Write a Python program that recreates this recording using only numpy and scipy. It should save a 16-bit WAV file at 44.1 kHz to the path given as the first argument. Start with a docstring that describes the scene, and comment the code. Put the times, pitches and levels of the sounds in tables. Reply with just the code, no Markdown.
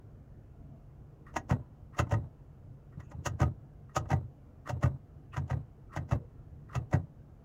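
"""Inside an idling car, the gear lever is pushed over its detent eight times, springing back after each push.
Before each push the sprung detent rasps over a notch in tiny slips; then steel spring and plastic console click
together as filtered noise bursts. The lever springs back into its seat, clatters, rebounds and rocks, booming
the floor's decaying sines, with trim rattle and soft rubs, and a faint high whine from the recorder. The small
cabin answers briefly over unsteady engine tones, a stirring rush and a faint hiss."""
import sys
import numpy as np
from scipy import signal
from scipy.fft import rfft, irfft, next_fast_len
from scipy.io import wavfile
from scipy.ndimage import uniform_filter1d, map_coordinates

SR = 44100
rng = np.random.default_rng(int(sys.argv[2]) if len(sys.argv) > 2 else 0)


def unload_audio(sound):
    """Save the sound as a 16-bit wav file, at the path given as the first command line argument."""
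    columns = np.transpose(np.atleast_2d(sound))
    # keep every value between -1 and 1, then stretch to whole-number steps
    steps = np.round(np.clip(columns, -1, 1) * 32767)
    wavfile.write(sys.argv[1], SR, steps.astype(np.int16))


N = 328146  # length [samples]
BINS = np.fft.rfftfreq(4096, 1 / SR)  # frequency grid for body responses [Hz]
LEAD_S = 0.04  # swell before each snap [s]

# The lever is pushed over its detent and on to the end stop:
# (time [s], detent spring level [dB], slack tick lead [s], slack tick spring level [dB], console clack level [dB],
#  favoured resonance [Hz], brightness [dB per octave], rebound level re the click [dB],
#  floor thump level before the low cut [dB], travel to the stop [s], stop thump level before the low cut [dB])
PUSH_EVENTS = [(1.366, -16, 0.025, -39, -1, 980, 1, -19, -36.5, .03, -44),
               (1.9904, -12.5, 0.021, -37.5, -1, 1190, 1, -2.5, -19, .039, -31.5),
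               (3.261, -10.5, .009, -42, -5, 1220, 1, -5, -28, .049, -29.5),
               (3.964, -11, .010, -37, 0.5, 1090, 0.5, -9.5, -26.5, .041, -31),
               (4.693, -21.5, 0.018, -34.5, -8.5, 715, -1.5, -2.5, -31.5, 0.037, -26.5),
               (5.369, -27, 0.027, -41, -11, 1200, 1, -3.5, -26, 0.0257, -26.5),
               (5.9634, -26, .027, -45, -10.5, 700, 1, 0, -28.5, 0.025, -26.5),
               (6.753, -22.5, 0.026, -48, -9, 880, 1, -3, -26, 0.02, -26)]
# The lever springs back, touches its seat, hits home, rebounds and rocks out:
# (first touch time [s], hit spring level [dB], slack tick lead [s], slack tick spring level [dB],
#  hit clack level [dB], favoured resonance [Hz], hit delay after touch [s], rebound delay after touch [s],
#  rebound level re the hit [dB], first and second floor thump levels before the low cut [dB, dB],
#  floor pitch ratio [-], rocking period [s], first rock level before the low cut [dB])
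RETURN_EVENTS = [(1.502, -26, .007, -30, -6.5, 1200, 0.0082, .022, -1.5, -15.5, -23.5, 0.95, .027, -28.5),
                 (2.114, -25.5, 0.019, -41, -6.5, 600, 0.0082, 0.025, 1, -19, -19, 0.83, .044, -29),
                 (3.403, -22, .009, -46, -4.5, 620, .013, 0.027, 0, -16.5, -16.5, 0.83, .037, -32.5),
                 (4.104, -24.5, 0.013, -38.5, -5.5, 590, .010, .026, 2.5, -23, -17, 0.94, .044, -32),
                 (4.829, -25.5, .016, -43, -6.5, 1330, 0.0058, .029, -3.5, -15.5, -31, 0.95, .038, -28.5),
                 (5.501, -31.5, 0.021, -44, -11, 544, 0.0078, 0.028, -5.5, -25.5, -25, 0.876, .028, -29),
                 (6.112, -27, 0.021, -40, -9, 686, .008, 0.02, -2.5, -16.5, -38, 0.855, .03, -34.5),
                 (6.929, -27, .015, -39.5, -6, 615, .007, 0.023, -4, -15.5, -32, 1.0, .035, -38.5)]
# Light taps of the held lever:
# (time [s], console clack level [dB], detent spring level [dB], favoured resonance [Hz], brightness [dB per octave])
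TAP_EVENTS = [(2.07, -21, -55, 845, -5), (3.002, -30.5, -41, 1900, 2), (3.116, -23.5, -40, 880, 1),
              (4.057, -26.5, -56, 970, -1.5)]
# the detent lands again, flicking its spring a little less
PUSH_REBOUND_S, PUSH_REBOUND_SPRING_DB = 0.0085, -3.5
# first touch of the seat: levels re the hit, resonance, brightness per octave
TOUCH_DB, TOUCH_SPRING_DB, TOUCH_HZ, TOUCH_TILT_DB = -2, -3, 760, 0
HIT_TILT_DB = 0  # brightness per octave
# the rebound is duller: extra spring level, resonance, brightness per octave
REBOUND_SPRING_DB, REBOUND_HZ, REBOUND_TILT_DB = -5.5, 670, -1
# taking up the play: console clack re its spring level, resonance, brightness per octave
SLACK_CLACK_DB, SLACK_HZ, SLACK_TILT_DB = 13.5, 620, -2.5


def contacts():
    """Every touch of lever and gate: (s, clack dB, spring dB, favoured Hz, brightness dB per octave)."""
    rows = list(TAP_EVENTS)
    for s, spring_db, _, _, db, hz, tilt_db, rebound_db, *_ in PUSH_EVENTS:
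        landing_spring_db = spring_db + rebound_db + PUSH_REBOUND_SPRING_DB
        rows.append((s, db, spring_db, hz, tilt_db))
        rows.append((s + PUSH_REBOUND_S, db + rebound_db, landing_spring_db, hz, tilt_db))
    for s, spring_db, _, _, db, hz, hit_s, rebound_s, rebound_db, *_ in RETURN_EVENTS:
        bounce_spring_db = spring_db + rebound_db + REBOUND_SPRING_DB
        rows.append((s, db + TOUCH_DB, spring_db + TOUCH_SPRING_DB, TOUCH_HZ, TOUCH_TILT_DB))
        rows.append((s + hit_s, db, spring_db, hz, HIT_TILT_DB))
        rows.append((s + rebound_s, db + rebound_db, bounce_spring_db, REBOUND_HZ, REBOUND_TILT_DB))
    for s, _, slack_s, slack_db, *_ in PUSH_EVENTS + RETURN_EVENTS:
        rows.append((s - slack_s, slack_db + SLACK_CLACK_DB, slack_db, SLACK_HZ, SLACK_TILT_DB))
    return rows


# Resonances of the plastic console: (mean frequency [Hz], width [Hz], mean level [dB])
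CONSOLE_MODES = [(253, 59, -6.5), (320, 55, 0.5), (451, 41, -7.5), (588, 37, 3.5), (757.5, 64, -1),
                 (735, 18, -5.5), (925, 41, -1), (1033, 60, -4), (1245, 47, -0.5), (1380, 71, -16),
                 (1512, 110, -8), (1636, 34, -11), (1918, 70, -5), (2110, 100, -15), (2460, 48, -36),
                 (2664, 57, -14.5), (3040, 90, -31.5)]


def console_clacks(favour_db=4, favour_octaves=0.4, detune=0.014):
    """Every contact rings the hollow plastic console; where it lands decides which modes speak most."""
    out = np.zeros(N)
    octave = np.log2(np.clip(BINS, 200, 4000))
    muffle = 1 / np.sqrt(1 + (BINS / 3100) ** 6)
    for s, db, _, hz, tilt_db in contacts():
        # the lever's load shifts each mode a little, and each contact feeds it differently
        modes = [(c * (1 + detune * rng.normal()), w, level + 2 * rng.normal()) for c, w, level in CONSOLE_MODES]
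        body = peaks(modes, BINS) * muffle
        away = octave - np.log2(hz)
        colour = amp(tilt_db * away + favour_db * np.exp(-(away / favour_octaves) ** 2))
        force = chatter(t60=0.039, snap=0.12, swell_db=-7.0, swell_s=0.032, grain_db=2)
        add(out, s - LEAD_S, amp(db) * struck(force, body * colour))
    return out


# Broad ring of the detent spring: (frequency [Hz], relative gain [dB])
SPRING_COLOUR = [(1500, -46), (2800, 3.5), (3800, -7.5), (4700, -5.5), (5600, -1), (6400, 0.5),
                 (6900, -2.5), (7400, -4), (8200, -13.5), (9500, -13.5), (10700, -12.5), (12000, -19),
                 (15800, -16)]
# Narrow modes of the detent spring: (frequency [Hz], width [Hz], level at a flick of HARD_FLICK_DB [dB])
SPRING_MODES = [(2710, 88, 6.5), (5610, 56, -2), (6070, 72, 3.5), (6580, 70, 6.5), (6940, 170, 4)]
HARD_FLICK_DB = -21  # the narrow modes grow with the flick and take over above this


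def detent_clicks(ring_growth=0.36):
    """The steel detent spring adds a bright, gritty tick; a hard flick rings its narrow modes more."""
    out = np.zeros(N)
    broad = amp(along(SPRING_COLOUR, BINS))
    for s, _, db, _, _ in contacts():
        narrow = amp(ring_growth * (db - HARD_FLICK_DB)) * peaks(SPRING_MODES, BINS)
        body = broad * np.hypot(1, narrow)
        force = chatter(t60=0.056, snap=0.17, swell_db=-6.5, swell_s=0.039, grain_db=2)
        add(out, s - LEAD_S, amp(db) * struck(force, body))
    return out


# The detent slides up a notch in a few slips:
# (time [s], length [s], first slip level [dB], last slip level [dB])
SCRAPE_EVENTS = [(1.266, 0.03, -26.5, -34.5), (1.927, .02, -36.5, -27), (2.925, 0.011, -38, -48),
                 (2.997, 0.012, -31, -42), (3.894, .035, -34, -50), (4.658, .016, -24.5, -18),
                 (5.331, .013, -24, -21.5), (5.921, 0.015, -29.5, -20.5), (6.691, .04, -32, -21.5)]


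def slips(count=3):
    """Each scrape is a few evenly spaced slips that swell or fade: (s, dB)."""
    rows = []
    for s, length, first_db, last_db in SCRAPE_EVENTS:
        for u in np.linspace(0, 1, count):
            rows.append((s + u * length, first_db + u * (last_db - first_db)))
    return rows


# Resonances of the detent arm, before its broad colour: (frequency [Hz], width [Hz], level [dB])
ARM_MODES = [(1070, 90, 2), (1250, 140, 5.5), (1450, 130, -8), (1882, 71, 8.5), (2120, 81, -13),
             (2770, 140, -8.5), (3050, 92, -30)]


def detent_scrapes():
    """Tiny slips on the notch's flank make the detent arm rasp."""
    out = np.zeros(N)
    colour = amp(along([(400, -18.0), (1100, 1.0), (3200, -12), (6000, -8)], BINS))  # (Hz, dB)
    body = peaks(ARM_MODES, BINS) * colour
    for s, db in slips():
        force = chatter(t60=0.12, snap=0.082, swell_db=-8.5, swell_s=0.04, grain_db=0.0)
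        add(out, s - LEAD_S, amp(db) * struck(force, body))
    return out


# The hand leans on the lever: (time [s], thump level before the low cut [dB], floor pitch ratio [-])
LEAN_EVENTS = [(2.973, -33.5, 1), (3.145, -35, 0.85), (3.184, -33, 1), (4.059, -34, 0.6)]
PUSH_PITCH, STOP_PITCH = 0.898, 0.9  # pitch ratio of the floor modes at the click and at the stop
# from the click, the first touch and the rebound to the floor's answer
PUSH_LAG_S, SEAT_LAG_S, REBOUND_LAG_S = 0.0045, 0.00997, 0.005
ROCK_LOSS_DB, ROCK_PITCH = -3.5, 0.943  # level change from rock to rock; pitch ratio of the floor modes
STOP_ROCK_S, STOP_ROCK_DB = 0.036, -9.5  # the lever rocks once against the end stop; level re the stop


def shoves(count=2):
    """Every shove of the lever against the floor, its rocking included: (s, dB, pitch ratio)."""
    rows = list(LEAN_EVENTS)
    for s, *_, thump_db, stop_s, stop_db in PUSH_EVENTS:
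        rows.append((s + PUSH_LAG_S, thump_db, PUSH_PITCH))
        rows.append((s + stop_s, stop_db, STOP_PITCH))
        rows.append((s + stop_s + STOP_ROCK_S, stop_db + STOP_ROCK_DB, ROCK_PITCH))
    for s, *_, rebound_s, _, first_db, second_db, pitch, rock_s, rock_db in RETURN_EVENTS:
        landed = s + rebound_s + REBOUND_LAG_S
        rows.append((s + SEAT_LAG_S, first_db, pitch))
        rows.append((landed, second_db, pitch))
        for k in range(count):
            rows.append((landed + (k + 1) * rock_s, rock_db + k * ROCK_LOSS_DB, ROCK_PITCH))
    return rows


# Modes of the floor and cabin air: (frequency at pitch ratio 1 [Hz], relative level [dB], t60 [s])
FLOOR_MODES = [(63.4, -18, 0.1), (97.5, -0.5, 0.12), (130.6, 0, 0.11), (145.6, -3.5, 0.09),
               (252, -16, 0.12)]


def floor_thumps(rise_s=0.0067, low_hz=62):
    """The lever's weight shoves the floor, whose low modes boom in the cabin."""
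    t, out = np.arange(SR // 3) / SR, np.zeros(N)
    for s, level_db, pitch in shoves():
        boom = sum(amp(db - 60 * t / t60) * np.sin(2 * np.pi * hz * pitch * t) for hz, db, t60 in FLOOR_MODES)
        boom = boom * (1 - np.exp(-t / rise_s))
        add(out, s, amp(level_db) * boom / abs(boom).max())
    low_cut = signal.butter(3, low_hz, "high", fs=SR, output="sos")
    return signal.sosfilt(low_cut, out)


# Colour of the loose trim: (frequency [Hz], relative level [dB])
TRIM_COLOUR = [(120, -41), (240, 2.5), (330, 2.5), (400, -1), (560, -5.5), (800, -8.5), (1200, -16),
               (2200, -36), (5000, -48.5)]


def trim_rattle(thumps, settle_s=0.0092):
    """Loose trim chatters while the floor shakes and settles just after it."""
    keep = np.exp(-1 / (settle_s * SR))
    shake = signal.lfilter([1 - keep], [1, -keep], abs(thumps))
    return amp(-18 + 3.8 * wobble(150)) * shake * noise(TRIM_COLOUR)


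# Soft rubs of the lever and its boot:
# (centre time [s], level before the fade [dB], resonance [Hz], time from centre to a fade of e^-2 [s])
RUB_EVENTS = [(.68, -69, 663, 0.19), (1.617, -69.5, 976, 0.084), (3.046, -80, 6500, 0.035),
              (3.082, -80, 2660, 0.12), (3.107, -74, 7060, .017), (3.135, -56.5, 850, 0.029),
              (5.338, -58, 2720, .02), (5.919, -61, 1270, 0.03), (6.22, -58, 480, 0.064),
              (6.42, -75, 1330, 0.053), (6.711, -53, 1270, 0.018)]


def boot_rubs(relative_width=0.14):
    """Slow friction, as noise through one resonance at a time, murmurs up and away."""
    t, out = np.arange(-SR // 5, SR // 5) / SR, np.zeros(N)
    for s, db, hz, length in RUB_EVENTS:
        colour = peaks([(hz, relative_width * hz, 0)], BINS) ** 2
        rub = unit(signal.fftconvolve(rng.standard_normal(len(t)), ring(colour))[:len(t)])
        add(out, s + t[0], amp(db) * rub * np.exp(-2 * (t / length) ** 2))
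    return out


# Decay of the upholstered cabin: (frequency [Hz], t60 [s])
CABIN_DECAY = [(100, 0.25), (400, 0.29), (900, 0.1), (1500, 0.11), (4000, .1), (12000, 0.046)]


def cabin(x, count=16):
    """A short, diffuse answer of decaying noise whose pattern changes smoothly through the scene."""
    out, step = np.zeros(N), N // count + 1
    for centre in range(0, N + step, step):
        hz, t, z = signal.stft(rng.standard_normal(SR // 3), SR, nperseg=256)
        decay = amp(-60 * t / along(CABIN_DECAY, hz)[:, None])
        tail = signal.istft(z * decay, SR, nperseg=256)[1]
        span = np.arange(max(centre - step, 0), min(centre + step, N))
        faded = x[span] * np.cos(np.pi / 2 * (span - centre) / step)  # crossfade between patterns
        # the answer starts 4 ms late
        add(out, span[0] / SR + 0.004, signal.fftconvolve(faded, tail / np.linalg.norm(tail)))
    return out


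# Engine tones: (multiple of CRANK_HZ [-], mean peak level [dB])
IDLE_ORDERS = [(3, -64.5), (4, -63), (5, -63), (6, -67.5), (7, -59.5), (9, -60.5), (10, -60.5), (14.5, -67)]
# Engine and fan through the bulkhead: (frequency [Hz], relative level [dB])
HUM_COLOUR = [(15, -14), (35, -1.5), (70, 1), (140, 2), (175, -9.5), (290, -9.5), (380, -16.5),
              (460, -14.5), (540, -19), (700, -19.5), (900, -26.5), (1400, -30.5), (2000, -39),
              (3000, -44.5), (4500, -70)]
# Faint hiss: (frequency [Hz], relative level [dB])
HISS_COLOUR = [(1760, -29), (3000, -3.5), (4230, -4.5), (6670, -3.5), (8050, -8), (9870, -10.5),
               (11400, -7), (13600, -10.5), (15100, -3.5), (16000, -10.5)]
CRANK_HZ = 14.8  # mean firings a second of one cylinder bank
HUM_DB, HISS_DB = -53.5, -86.5  # rms


def idle():
    """Low engine orders, each a little unsteady, over a gently stirring rush and a faint hiss."""
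    turns = CRANK_HZ * (np.arange(N) / SR + 0.0014 * wobble(1.42))  # the engine runs slightly ahead or behind
    orders = sum(amp(db + 1.4 * wobble(2.8)) * np.sin(2 * np.pi * (k * turns + rng.random()))
                 for k, db in IDLE_ORDERS)
    rush = amp(HUM_DB) * patchy(noise(HUM_COLOUR), depth_db=1.5)
    hiss = amp(HISS_DB) * noise(HISS_COLOUR)
    return orders + rush + hiss


def recorder_whine(thumps, hz=3935):
    """The recorder adds faint high whistles either side of 3.9 kHz and its multiples, following each boom."""
    phase = 2 * np.pi * hz * np.arange(N) / SR
    carriers = sum(amp(db) * np.sin((k + 1) * phase) for k, db in enumerate([-48, -53, -57]))
    return thumps * carriers


def chatter(t60, snap, swell_db, swell_s, grain_db):
    """Contact force: friction swells into a sharp snap, then the loose parts buzz out."""
    lead = round(LEAD_S * SR)
    t = np.arange(-lead, SR // 8) / SR
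    shape = np.where(t < 0, amp(swell_db - 60 * abs(t) / swell_s), amp(-60 * abs(t) / t60))
    clumps = amp(grain_db * unit(uniform_filter1d(rng.standard_normal(len(t)), size=40)))
    force = shape * clumps * rng.standard_normal(len(t))
    force /= np.linalg.norm(force)
    force[lead] += snap
    return force


def peaks(modes, f):
    """Gain of a set of (Hz, width Hz, dB) resonances, summed in power."""
    return np.sqrt(sum(abs(amp(db) * f * w / (c * c - f * f + 1j * f * w)) ** 2 for c, w, db in modes))


def ring(gain):
    """Causal (minimum-phase) impulse response of energy 1 with the given gain shape on the BINS grid."""
    cepstrum = irfft(np.log(np.maximum(gain, 1e-6)))
    half = len(cepstrum) // 2
    # fold the cepstrum forward in time
    cepstrum[1:half] *= 2
    cepstrum[half + 1:] = 0
    response = irfft(np.exp(rfft(cepstrum)))
    return response / np.linalg.norm(response)


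def struck(force, gain):
    """A body's answer to a force, scaled to energy 1."""
    sound = signal.fftconvolve(force, ring(gain))
    return sound / np.linalg.norm(sound)


def patchy(x, depth_db):
    """Let each stretch of the spectrum swell and fade on its own; rms 1."""
    z = signal.stft(x, nperseg=1024)[2]
    field = uniform_filter1d(rng.standard_normal(z.shape), size=4, axis=0)  # across frequency
    field = uniform_filter1d(field, size=10, axis=1)  # across time
    return unit(signal.istft(z * amp(depth_db * unit(field)), nperseg=1024)[1][:N])


def noise(spectrum):
    """Noise of rms 1 with the given colour."""
    return unit(filtered(rng.standard_normal(N), lambda hz: amp(along(spectrum, hz))))


def filtered(x, response):
    """x through a response given as a function of frequency."""
    size = next_fast_len(N + SR // 2)
    return irfft(rfft(x, size) * response(np.fft.rfftfreq(size, 1 / SR)), size)[:N]


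def wobble(rate):
    """A smooth random curve, rate knots a second."""
    return map_coordinates(rng.standard_normal(int(N * rate / SR) + 4), [np.arange(N) * rate / SR])


def along(points, hz):
    """(Hz, value) points read on a log axis."""
    f, v = np.transpose(points)
    return np.interp(np.log(hz + 1), np.log(f + 1), v)


def amp(db):
    """Decibels to gain."""
    return 10 ** (np.asarray(db) / 20)


def unit(x):
    """Scale to rms 1."""
    return x / np.sqrt(np.mean(x ** 2) + 1e-20)


def add(track, s, sound):
    """Mix a sound into the track at time s."""
    part = track[round(s * SR):][:len(sound)]
    part += sound[:len(part)]


def scene():
    """The lever, its echo in the cabin, the idling engine and the recorder's whine."""
    clicks = console_clacks() + detent_clicks()
    scrapes = detent_scrapes()
    thumps = floor_thumps()
    echo = cabin(amp(-14.0) * clicks + amp(-16) * scrapes + amp(-14.5) * thumps)
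    lever = clicks + scrapes + boot_rubs() + thumps + trim_rattle(thumps)
    return (lever + echo + idle() + recorder_whine(thumps))[None]


TOP_HZ = 15900  # band limit


def record(dry):
    """The recorder keeps nothing above its band limit."""
    return filtered(dry[0], lambda hz: hz < TOP_HZ)[None]


dry = scene()
out = record(dry)
unload_audio(out)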